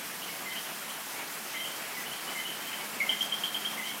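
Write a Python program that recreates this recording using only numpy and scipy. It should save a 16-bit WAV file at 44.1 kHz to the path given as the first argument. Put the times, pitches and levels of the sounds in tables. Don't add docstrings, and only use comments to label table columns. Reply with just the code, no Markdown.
import sys
import numpy as np
from scipy import signal
from scipy.fft import rfft, irfft
from scipy.io import wavfile
from scipy.ndimage import uniform_filter1d

SR = 44100
rng = np.random.default_rng(int(sys.argv[2]) if len(sys.argv) > 2 else 0)


def digitize_waveform(pressure):
    field = np.atleast_2d(pressure).T
    bounded = np.clip(field, -1, 1)
    quanta = np.round(bounded * 32767).astype(np.int16)
    wavfile.write(sys.argv[1], SR, quanta)


N = 176400

# frequency_hz, level_db
HISS_SPECTRUM = [(20, -20), (45, -36), (65, -28.5), (100, -18), (160, -3.5), (240, -1.5), (320, -2),
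                 (500, -4), (680, 0), (1300, -0.5), (1800, -0.5), (2600, -1.95), (3200, -3), (3700, -6.5),
                 (5000, -6), (7500, -8), (11000, -7), (14500, -8), (15900, -14)]
# time_s, gain_db
LOW_HISS_SWELL = [(0, -0.1), (1.5, 0.4), (2.2, 1), (3.2, 1.75), (4, 0.4)]
# centre_s, half_width_s, gain_db
TREBLE_SURGES = [(3.225, 0.005, 5.5), (3.538, 0.01, 2.2), (3.72, 0.034, 1)]
# start_s, length_s, source_level_db, pitch_hz, glide_fraction
FAR_CO_NOTES = [(.289, 0.031, -35.5, 2210, 0.005), (.456, 0.045, -34.5, 2060, -0.073),
                (0.842, 0.031, -40, 2050, -0.012), (1.158, 0.053, -38.5, 2247, -0.015),
                (1.542, 0.042, -32, 2078, -0.078), (1.914, 0.055, -42, 2222, -.02),
                (1.968, 0.035, -35, 1998, -0.024), (2.351, 0.064, -34, 2083, -0.073),
                (2.789, .04, -38.5, 2230, -0.016), (3.086, 0.064, -35, 2088, -0.067),
                (3.775, 0.043, -30.5, 2055, -0.081), (3.876, 0.052, -37.5, 2200, -0.029)]
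# start_s, length_s, source_level_db, pitch_hz, glide_fraction
FAR_QUI_NOTES = [(.217, 0.019, -36, 2970, 0.17), (.506, .03, -39, 3100, 0.048),
                 (0.554, 0.038, -36, 3040, 0.15), (.888, 0.025, -38.5, 3060, .11),
                 (1.549, 0.027, -37, 3100, 0.11), (1.599, 0.0385, -35, 3140, 0.061),
                 (1.647, 0.032, -34.5, 3035, 0.15), (2.059, .02, -36.5, 2980, .03),
                 (2.114, 0.029, -36, 3100, 0.12), (2.276, 0.021, -33.5, 2994, 0.026),
                 (2.385, 0.032, -36.5, 3073, 0.025), (2.452, 0.032, -32, 3026, 0.089),
                 (2.596, .04, -43, 3100, .02), (2.672, .03, -39, 3150, 0.088),
                 (2.718, 0.034, -38, 3020, .06), (3.838, 0.042, -35.5, 3086, 0.079),
                 (3.886, 0.0296, -36.5, 3130, 0.17)]
# time_s, level_db
HUM_ENVELOPE = [(0, -71), (2.5, -64), (2.85, -56), (3.5, -57.5), (3.75, -53), (4, -56)]
# start_s, length_s, level_db, start_pitch_hz, end_pitch_hz
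NEAR_CALL = [(3.0015, .02, -23.8, 2300, 2050), (3.0922, .0115, -19.3, 3080, 3150),
             (3.2060, .02, -25, 3050, 3300), (3.3212, .014, -24.5, 3050, 3280),
             (3.4362, .014, -24.6, 3050, 3280), (3.5443, .014, -26.5, 3050, 3270),
             (3.6485, .02, -29, 3040, 3300)]
# delay_s, gain_ratio
PORCH_REFLECTIONS = [(.0108, 0.45), (0.0164, .3), (0.0239, .25), (.0345, 0.21), (0.054, .15)]


def amp(db):
    return 10 ** (np.asarray(db) / 20)


def unit_rms(x):
    return x / np.sqrt(np.mean(x ** 2) + 1e-20)


def drift(t, low_hz, high_hz):
    rates_hz = np.geomspace(low_hz, high_hz, num=30)
    return unit_rms(sum(np.sin(2 * np.pi * (hz * t + rng.random())) for hz in rates_hz))


def hiss():
    hop, crossover_hz, level_db = 256, 3540, -38.5
    frames = N // hop + 6
    t = np.arange(frames) * hop / SR
    hz = np.fft.rfftfreq(1024, 1 / SR)
    real, imag, patches = rng.standard_normal((3, frames, len(hz)))
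    patches = uniform_filter1d(patches, size=10, axis=0)
    patch_db = unit_rms(uniform_filter1d(patches, size=24, axis=1))
    surge_db = sum(db * np.exp(-((t - centre) / width) ** 2) for centre, width, db in TREBLE_SURGES)
    treble_db = 0.75 * drift(t, 2.5, 35) + surge_db
    low_db = 0.73 * drift(t, 1.494, 20) + np.interp(t, *np.transpose(LOW_HISS_SWELL))
    treble_share = 1 / (1 + (crossover_hz / (hz + 1)) ** 8)
    gain = amp(patch_db + np.outer(treble_db, treble_share) + np.outer(low_db, 1 - treble_share))
    noise = signal.istft(((real + 1j * imag) * gain).T, nperseg=1024, noverlap=1024 - hop)[1][:N]
    knot_hz, knot_db = np.transpose(HISS_SPECTRUM)
    colour = amp(np.interp(np.log(np.fft.rfftfreq(N, 1 / SR) + 1), np.log(knot_hz), knot_db))
    return amp(level_db) * unit_rms(irfft(rfft(noise) * colour, N))


def add(mix, start_s, sound):
    part = mix[max(round(start_s * SR), 0):][:len(sound)]
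    part += sound[:len(part)]


def frog_note(length_s, from_hz, to_hz, bend, attack_s, release_s, flutter_depth):
    t = np.arange(0, length_s, 1 / SR)
    hz = from_hz + (to_hz - from_hz) * (t / length_s) ** bend
    gate = np.minimum(t / attack_s, 1) * np.minimum((length_s - t) / release_s, 1)
    flutter = 1 + flutter_depth * drift(t, low_hz=90, high_hz=280)
    return np.sin(np.pi / 2 * gate) * flutter * np.sin(2 * np.pi * np.cumsum(hz) / SR)


def scatter(sound, onset_s, t60_s=0.5, echoes_per_s=2000):
    t = np.arange(SR) / SR
    echoes = rng.choice([-1., 1.], SR) * (rng.random(SR) < echoes_per_s / SR)
    tail = echoes * amp(-60 * t / t60_s) * np.minimum(t / onset_s, 1) ** 2
    return signal.fftconvolve(sound, tail / np.linalg.norm(tail))[:N]


def far_frogs():
    co_shape = dict(bend=0.7, attack_s=0.0034, release_s=0.032)
    qui_shape = dict(bend=0.816, attack_s=0.0028, release_s=0.0068)
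    direct_db, tail_db = -3, -2.5
    out = np.zeros(N)
    for notes, shape in [(FAR_CO_NOTES, co_shape), (FAR_QUI_NOTES, qui_shape)]:
        for start_s, length_s, level_db, pitch_hz, glide in notes:
            from_hz, to_hz = pitch_hz * (1 - glide / 2), pitch_hz * (1 + glide / 2)
            note = amp(level_db) * frog_note(length_s, from_hz, to_hz, **shape, flutter_depth=0.25)
            add(out, start_s, amp(direct_db) * note)
            add(out, start_s, amp(tail_db) * scatter(note, onset_s=0.0054))
    return out


def hum(pitch_hz=210.8, waver_depth=0.0041):
    t = np.arange(N) / SR
    hz = pitch_hz * (1 + waver_depth * drift(t, 0.493, 7.4))
    tone = unit_rms(np.sin(2 * np.pi * np.cumsum(hz) / SR))
    return amp(np.interp(t, *np.transpose(HUM_ENVELOPE))) * tone


def near_frog():
    shape = dict(bend=0.8, attack_s=0.002, release_s=0.006)
    tail_db = -4.5
    out = np.zeros(N)
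    for start_s, length_s, level_db, from_hz, to_hz in NEAR_CALL:
        note = amp(level_db) * frog_note(length_s, from_hz, to_hz, **shape, flutter_depth=0.3)
        add(out, start_s, note)
        for delay_s, gain in PORCH_REFLECTIONS:
            add(out, start_s + delay_s, gain * note)
        add(out, start_s, amp(tail_db) * scatter(note, onset_s=0.0087))
    return out


def scene():
    mono = hiss() + near_frog() + far_frogs() + hum()
    return np.array([mono, mono])


def record(dry):
    cutoff_hz = 15900
    lowpass = signal.firwin(1023, cutoff_hz, window=("kaiser", 9), fs=SR)
    return signal.oaconvolve(dry, lowpass[None], "same")


dry = scene()
out = record(dry)
digitize_waveform(out)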